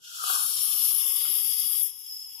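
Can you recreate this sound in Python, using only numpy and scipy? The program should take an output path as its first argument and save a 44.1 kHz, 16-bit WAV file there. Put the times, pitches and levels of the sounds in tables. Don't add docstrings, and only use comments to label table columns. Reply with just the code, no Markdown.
import sys
import numpy as np
from scipy import signal
from scipy.fft import rfft, irfft
from scipy.io import wavfile
from scipy.ndimage import map_coordinates

SR = 44100
rng = np.random.default_rng(int(sys.argv[2]) if len(sys.argv) > 2 else 0)


def output_pcm(signal):
    pcm = np.clip(np.atleast_2d(signal).T, -1, 1) * 32767
    wavfile.write(sys.argv[1], SR, np.round(pcm).astype(np.int16))


N = 105840
T = np.arange(N) / SR


def from_db(db):
    return 10 ** (np.asarray(db) / 20)


def unit_centre(pair):
    return pair / np.sqrt(np.mean(pair.mean(0) ** 2) + 1e-20)


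def in_time(rows, column=1):
    rows = np.array(rows)
    return np.interp(T, rows[:, 0], rows[:, column])


def fader(rows, trim_db=0):
    return from_db(in_time(rows) + trim_db)


def at_bins(points):
    hz, value = np.transpose(points)
    return np.interp(np.log(np.arange(N // 2 + 1) * SR / N + 1), np.log(hz), value)


def drift(rate_hz):
    step, settle = 20, 3000
    r = np.exp(-2 * np.pi * step * rate_hz / SR)
    slow = signal.lfilter([1], [1, -2 * r, r * r], rng.standard_normal(N // step + settle + 2))[settle:]
    return np.interp(np.arange(N) / step, np.arange(len(slow)), slow / slow.std())


def flutter(depth_db, rate_hz):
    gain = from_db(depth_db * np.clip(drift(rate_hz), -2.5, 1.4))
    return gain / np.sqrt(np.mean(gain ** 2))


def bursts(rows, attack_s, decay_s):
    return sum(from_db(db) * np.exp(-np.maximum((s - T) / attack_s, (T - s) / decay_s)) for s, db in rows)


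def moving_filter(x, pole_hz, width_hz, zero_hz=None, block=256):
    out, state = np.zeros((2, N)), np.zeros((2, 2))
    pole_cos = np.cos(2 * np.pi * pole_hz / SR) * np.ones(N)
    radius = np.exp(-np.pi * width_hz / SR) * np.ones(N)
    for i in range(0, N, block):
        r, span = radius[i], slice(i, i + block)
        if zero_hz is None:
            zeros = [1 - r, 0, r - 1]
        else:
            zeros = [r, -2 * r * np.cos(2 * np.pi * zero_hz[i] / SR), r]
        out[:, span], state = signal.lfilter(zeros, [1, -2 * r * pole_cos[i], r * r], x[:, span], zi=state)
    return out


# frequency_hz, likeness_ratio
MIC_LIKENESS = [(100, 1), (600, 0.44), (1300, 0.8), (3100, 0.7), (5000, 0.12), (10000, 1), (11300, .9),
                (15000, 0.48)]
# frequency_hz, phase_rad
MIC_PHASE = [(1300, 3.5), (2100, 3), (3400, .5), (4600, 1.9), (7500, 0.8), (10000, -2.5), (12300, -1),
             (14500, -4)]

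def turbulence(pan_db, colour=None):
    alike = np.clip(at_bins(MIC_LIKENESS), 0, .99)
    mid, side = rfft(rng.standard_normal((2, N)))
    pair = np.sqrt(1 + alike) * mid + np.sqrt(1 - alike) * side * [[1], [-1]]
    pair = pair * np.exp(1j * at_bins(MIC_PHASE) * [[0], [-1]])
    if colour is not None:
        pair = pair * from_db(at_bins(colour))
    return unit_centre(irfft(pair, N) * from_db([[pan_db], [0]]))


def resonance(hz, width_hz, pan_db, order=2):
    air = turbulence(pan_db)
    for _ in range(order):
        air = moving_filter(air, hz, width_hz)
    return unit_centre(air)


# frequency_hz, gain_db
ROOM_COLOUR = [(20, 8), (60, 5.5), (120, 6.5), (250, -6), (450, -1), (900, -20), (1700, -30), (5000, -30.5),
               (16000, -22)]

def room_tone():
    return from_db(-81) * turbulence(pan_db=1.0, colour=ROOM_COLOUR)


# time_s, level_db
RUSH_LEVEL = [(0.0, -79), (0.05, -57.5), (0.31, -37), (0.65, -48), (0.82, -46.5), (1.02, -51),
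              (1.04, -46.5), (1.34, -52), (1.8, -53), (1.83, -54), (1.98, -66), (2.16, -58), (2.4, -65.5)]
# frequency_hz, gain_db
RUSH_SPECTRUM = [(1800, -42), (2400, -14), (2900, -11), (3800, -0.5), (4300, 7.5), (5500, 3), (6100, 0),
                 (7400, 9), (8200, 2.5), (9200, 6), (12000, -53), (16000, 7)]
# time_s, level_db
LOW_BAND_LEVEL = [(0.0, -102), (0.19, -92), (0.25, -81), (0.5, -56.5), (1.28, -53), (1.78, -56),
                  (1.92, -70.5), (2.4, -73)]
# time_s, level_db
MOUTH_MID_LEVEL = [(0, -76), (0.05, -51), (0.19, -50.5), (0.31, -38), (0.52, -47), (0.61, -44.5),
                   (1.28, -42.5), (1.45, -45), (1.8, -47), (1.82, -49.5), (1.95, -61.5), (2.4, -60)]
# time_s, level_db
MOUTH_HIGH_LEVEL = [(0, -75), (0.05, -52.5), (0.14, -50), (0.27, -45.5), (0.33, -39), (0.42, -38.5),
                    (0.82, -39.5), (1.1, -42.5), (1.4, -40), (1.6, -37), (1.8, -44.5), (1.825, -43.5),
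                    (1.95, -57.5), (2.05, -59)]
# time_s, low_hz, middle_hz, high_hz
MOUTH_HZ = [(0.08, 1446, 3120, 5570), (0.3, 1202, 3130, 5300), (0.5, 1183, 3250, 5130),
            (0.75, 1182, 3120, 5130), (1.02, 1104, 3170, 5310), (1.2, 1160, 3170, 4760),
            (1.75, 1158, 3250, 4630), (2.14, 994, 3140, 5800), (2.4, 930, 3030, 4930)]

def mouth_rush():
    jet = turbulence(pan_db=2.5, colour=RUSH_SPECTRUM)
    rush = fader(RUSH_LEVEL, 7) * near_bounces(jet, HAND_BOUNCES, strength_db=-7.5)
    low = fader(LOW_BAND_LEVEL, -3) * resonance(1780, width_hz=1430, pan_db=11, order=4)
    middle_hz, high_hz = in_time(MOUTH_HZ, column=2), in_time(MOUTH_HZ, column=3)
    middle = fader(MOUTH_MID_LEVEL, 0.8) * resonance(middle_hz, width_hz=1270, pan_db=1.5, order=3)
    high = fader(MOUTH_HIGH_LEVEL, 0.98) * resonance(high_hz, width_hz=2060, pan_db=-0.5, order=3)
    air = near_bounces(rush + low + middle + high, FACE_BOUNCES) * flutter(depth_db=1.5, rate_hz=31)
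    return antiresonance(air, width_hz=465)


# time_s, centre_hz
MOUTH_NULL_HZ = [(0.1, 2060), (0.33, 1930), (0.55, 1740), (0.9, 1808), (1.1, 1650), (1.78, 1700),
                 (1.85, 1620), (2.04, 1700), (2.15, 1650)]

def antiresonance(air, width_hz):
    hz = in_time(MOUTH_NULL_HZ)
    for _ in range(2):
        air = moving_filter(air, hz, width_hz, zero_hz=hz)
    return air


# time_s, level_db
SIZZLE_LEVEL = [(0.0, -82), (0.04, -60), (0.22, -48), (0.32, -31), (0.34, -34.5), (0.58, -36),
                (0.64, -31.5), (0.67, -36.5), (0.75, -30.5), (1.22, -34.5), (1.46, -31.5), (1.48, -37),
                (1.64, -35.5), (1.84, -31), (1.92, -54), (2.14, -45.5), (2.21, -54), (2.4, -50.5)]
# frequency_hz, gain_db
SIZZLE_COLOUR = [(8000, -50), (9500, -6.5), (11000, 8.5), (12200, 15), (13300, 14.5), (14300, 10.5),
                 (15400, 1), (16000, -93)]
# time_s, level_db
RING_LEVEL = [(0, -72), (0.04, -60.5), (0.18, -46.5), (0.31, -32.5), (0.5, -35.5), (0.58, -41), (0.63, -29),
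              (0.72, -32), (0.8, -27.5), (0.88, -25), (0.97, -25.5), (1.0, -29), (1.1, -27.5), (1.255, -30),
              (1.275, -26), (1.5, -27), (1.58, -30.5), (1.605, -23.5), (1.63, -32), (1.69, -28),
              (1.84, -26), (1.92, -45.5), (2.4, -47.5)]
# time_s, level_db
LOW_SIZZLE_LEVEL = [(0, -85), (0.15, -55), (0.3, -34.5), (0.6, -35), (1.1, -39.5), (1.32, -46.5),
                    (1.5, -44), (1.85, -43), (1.93, -58), (2.4, -88)]

def nozzle():
    jet = turbulence(pan_db=12.5, colour=SIZZLE_COLOUR)
    sizzle = fader(SIZZLE_LEVEL, 1) * near_bounces(jet, HAND_BOUNCES, strength_db=-21.5)
    broad_ring = fader(RING_LEVEL, -2.73) * resonance(11265, width_hz=1680, pan_db=17)
    narrow_ring = fader(RING_LEVEL, -6) * resonance(11190, width_hz=190, pan_db=20)
    low_sizzle = fader(LOW_SIZZLE_LEVEL, 2.5) * resonance(10190, width_hz=2600, pan_db=12, order=3)
    combed = near_bounces(sizzle + low_sizzle, FACE_BOUNCES, strength_db=8.5)
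    return (combed + broad_ring + narrow_ring) * flutter(depth_db=0.97, rate_hz=65)


# left_delay_s, right_delay_s, gain_db
HAND_BOUNCES = [(.00091, 0.0006, -9), (.00128, .00105, -8), (.00183, 0.0019, -5.5)]
# left_delay_s, right_delay_s, gain_db
FACE_BOUNCES = [(.0024, 0.0018, -9), (.0033, 0.0042, -14), (.0051, 0.0074, -15.5)]

def near_bounces(hiss, bounces, strength_db=0):
    growth_share, lift_s = 0.273, 0.4966
    stretch = 1 - growth_share * np.exp(-T / lift_s)
    out = hiss.copy()
    for *delays_s, db in bounces:
        for mic, delay_s in enumerate(delays_s):
            delayed = map_coordinates(hiss[mic], [(T - delay_s * stretch) * SR], order=3)
            out[mic] += from_db(db + strength_db) * delayed
    return out / np.sqrt(1 + sum(from_db(db + strength_db) ** 2 for _, _, db in bounces))


# delay_s, gain_db
WALLS_LEFT = [(.0043, -6.5), (.0079, -5.5), (0.014, -6.5)]
# delay_s, gain_db
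WALLS_RIGHT = [(.0031, -3), (.0067, -4.5), (0.015, -8.5), (0.024, -20)]

def room_echoes(direct, echoes, sway_share=0.01475):
    reflected = 0
    for delay_s, db in echoes:
        swaying_s = delay_s * (1 + sway_share * drift(rate_hz=.15))
        reflected += from_db(db) * np.interp(T - swaying_s, T, direct, left=0)
    return (direct + reflected) / np.sqrt(1 + sum(from_db(db) ** 2 for _, db in echoes))


# time_s, centre_hz, width_hz
HISS_VALLEYS = [
    [(0.95, 4200, 17), (1.08, 4230, 1040), (1.23, 4250, 350), (1.45, 4200, 870), (1.8, 4230, 660),
     (1.825, 4350, 1300), (2.05, 4300, 850), (2.14, 4060, 870)],
    [(0.2, 5000, 79), (0.45, 4950, 360), (0.7, 4830, 170), (0.92, 4720, 170), (1.02, 4700, 11)],
    [(0.3, 6030, 69.4), (1.1, 6080, 200), (1.6, 5980, 193), (2.0, 6000, 121), (2.12, 5920, 483),
     (2.3, 5920, 456), (2.35, 5900, 102)],
    [(0.2, 8650, 99), (0.43, 8230, 350), (0.55, 8200, 80), (0.72, 8800, 182), (0.97, 8520, 334),
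     (1.15, 8200, 398), (1.4, 8150, 101), (1.6, 8000, 420), (1.8, 8100, 149), (1.93, 8100, 596)],
]

def cut_valleys(hiss):
    for curve in HISS_VALLEYS:
        hz, width_hz = in_time(curve), in_time(curve, column=2) + 1
        for edge in (-1, 1, -1, 1):
            pole_hz = hz + edge * width_hz / np.sqrt(8)
            hiss = moving_filter(hiss, pole_hz, width_hz / np.sqrt(2), zero_hz=hz, block=192)
    return hiss


# time_s, level_db
MOUTH_LOW_LEVEL = [(0, -84), (0.05, -64), (0.18, -50), (0.25, -42), (0.36, -41.5), (0.5, -54.5),
                   (0.92, -55), (1.1, -55.5), (1.38, -57), (1.55, -66.5), (1.7, -57), (1.8, -63),
                   (1.83, -74), (2.4, -76.5)]
# time_s, level_db
FOAM_LEVEL = [(0.1, -84), (0.2, -65), (0.25, -51), (0.31, -42), (0.45, -51), (0.55, -62.5), (0.9, -62),
              (1.0, -63.5), (1.22, -70.5), (1.255, -54.5), (1.3, -65.5), (1.75, -79), (1.9, -83)]
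# frequency_hz, gain_db
FOAM_COLOUR = [(150, -25), (400, -15), (600, -13.5), (750, 1.5), (950, -1), (1350, 9), (1580, 6.5),
               (1850, -30), (3000, -40)]

def gurgle():
    low = fader(MOUTH_LOW_LEVEL, -3) * resonance(in_time(MOUTH_HZ), width_hz=176, pan_db=6)
    foam = fader(FOAM_LEVEL, -1) * turbulence(pan_db=6, colour=FOAM_COLOUR)
    return antiresonance((low + foam) * flutter(depth_db=2, rate_hz=59), width_hz=170)


# peak_s, level_db
BLOBS = [(0.223, -28.5), (0.2404, -20), (0.2498, -30), (0.271, -43), (0.2975, -23), (0.3011, -15),
         (0.311, -41), (0.324, -28), (0.333, -34), (0.35, -23.5), (0.361, -19), (0.394, -32), (0.424, -32),
         (0.444, -31), (1.252, -31.5), (1.257, -33)]
# pitch_hz, gain_db, rise_s
BLOB_MODES = [(400, -26, .004), (740, -16, .003), (1265, -2, .0019), (1480, -12, .0014)]

def splutters(right_db=-6):
    pops = np.zeros(N)
    for peak_s, db in BLOBS:
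        for hz, mode_db, rise_s in BLOB_MODES:
            detuned_hz = hz * rng.normal(1, 0.02)
            age = np.clip((T - peak_s) / rise_s + 1, 0, 20)
            envelope = from_db(db + mode_db) * (age * np.exp(1 - age)) ** 2
            pops += envelope * np.cos(2 * np.pi * detuned_hz * (T - peak_s))
    return np.array([pops, -from_db(right_db) * pops])


# peak_s, level_db
HAND_BUMPS = [(0.33, -70), (1.018, -67), (1.255, -76)]
# frequency_hz, gain_db
THUD_COLOUR = [(25, -14), (70, 0), (120, 0), (200, -13), (500, -38)]

def handling():
    return bursts(HAND_BUMPS, attack_s=0.013, decay_s=0.016) * turbulence(pan_db=7, colour=THUD_COLOUR)


WHISTLE_HZ = 5170
# time_s, level_db
LEAK_LEVEL = [(1.95, -52), (2.04, -50.5), (2.1, -42), (2.24, -44), (2.4, -49.5)]

def whistle(start_s=1.8, fade_in_s=0.037):
    level = fader(LEAK_LEVEL) * np.clip((T - start_s) / fade_in_s, 0, 1)
    tone = from_db(-3.5) * resonance(WHISTLE_HZ, width_hz=128, pan_db=2.5, order=3)
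    skirt = from_db(-5) * resonance(WHISTLE_HZ, width_hz=360, pan_db=-1, order=3)
    return level * (tone + skirt)


# peak_s, level_db
WHISTLE_SURGES = [(2.069, -41), (2.086, -41), (2.127, -33), (2.145, -39), (2.164, -37.5), (2.197, -36),
                  (2.227, -36.5), (2.247, -41), (2.354, -40.5)]

def chirps(half_width_s=0.0051, waver_hz=35):
    level = sum(from_db(db) * np.exp(-((T - s) / half_width_s) ** 2) for s, db in WHISTLE_SURGES)
    phase = 2 * np.pi * np.cumsum(WHISTLE_HZ + waver_hz * drift(rate_hz=42.2)) / SR
    mic_db, mic_lag_rad = [[2.5], [1.5]], np.array([[0], [1.4]])
    return level * from_db(mic_db) * np.sin(phase - mic_lag_rad)


def hoot(peak_s=2.37, level_db=-64):
    puff = bursts([(peak_s, level_db)], attack_s=0.017, decay_s=0.026)
    return puff * resonance(930, width_hz=65, pan_db=11)


def scene():
    left, right = cut_valleys(nozzle() + mouth_rush()) + whistle() + hoot()
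    background = handling() + room_tone()
    spray = np.array([room_echoes(left, WALLS_LEFT), room_echoes(right, WALLS_RIGHT)])
    return spray + chirps() + gurgle() + splutters() + background


def record(dry):
    cutoff_hz = 15600
    return signal.sosfilt(signal.ellip(12, .2, 80, cutoff_hz, fs=SR, output="sos"), dry)


dry = scene()
out = record(dry)
output_pcm(out)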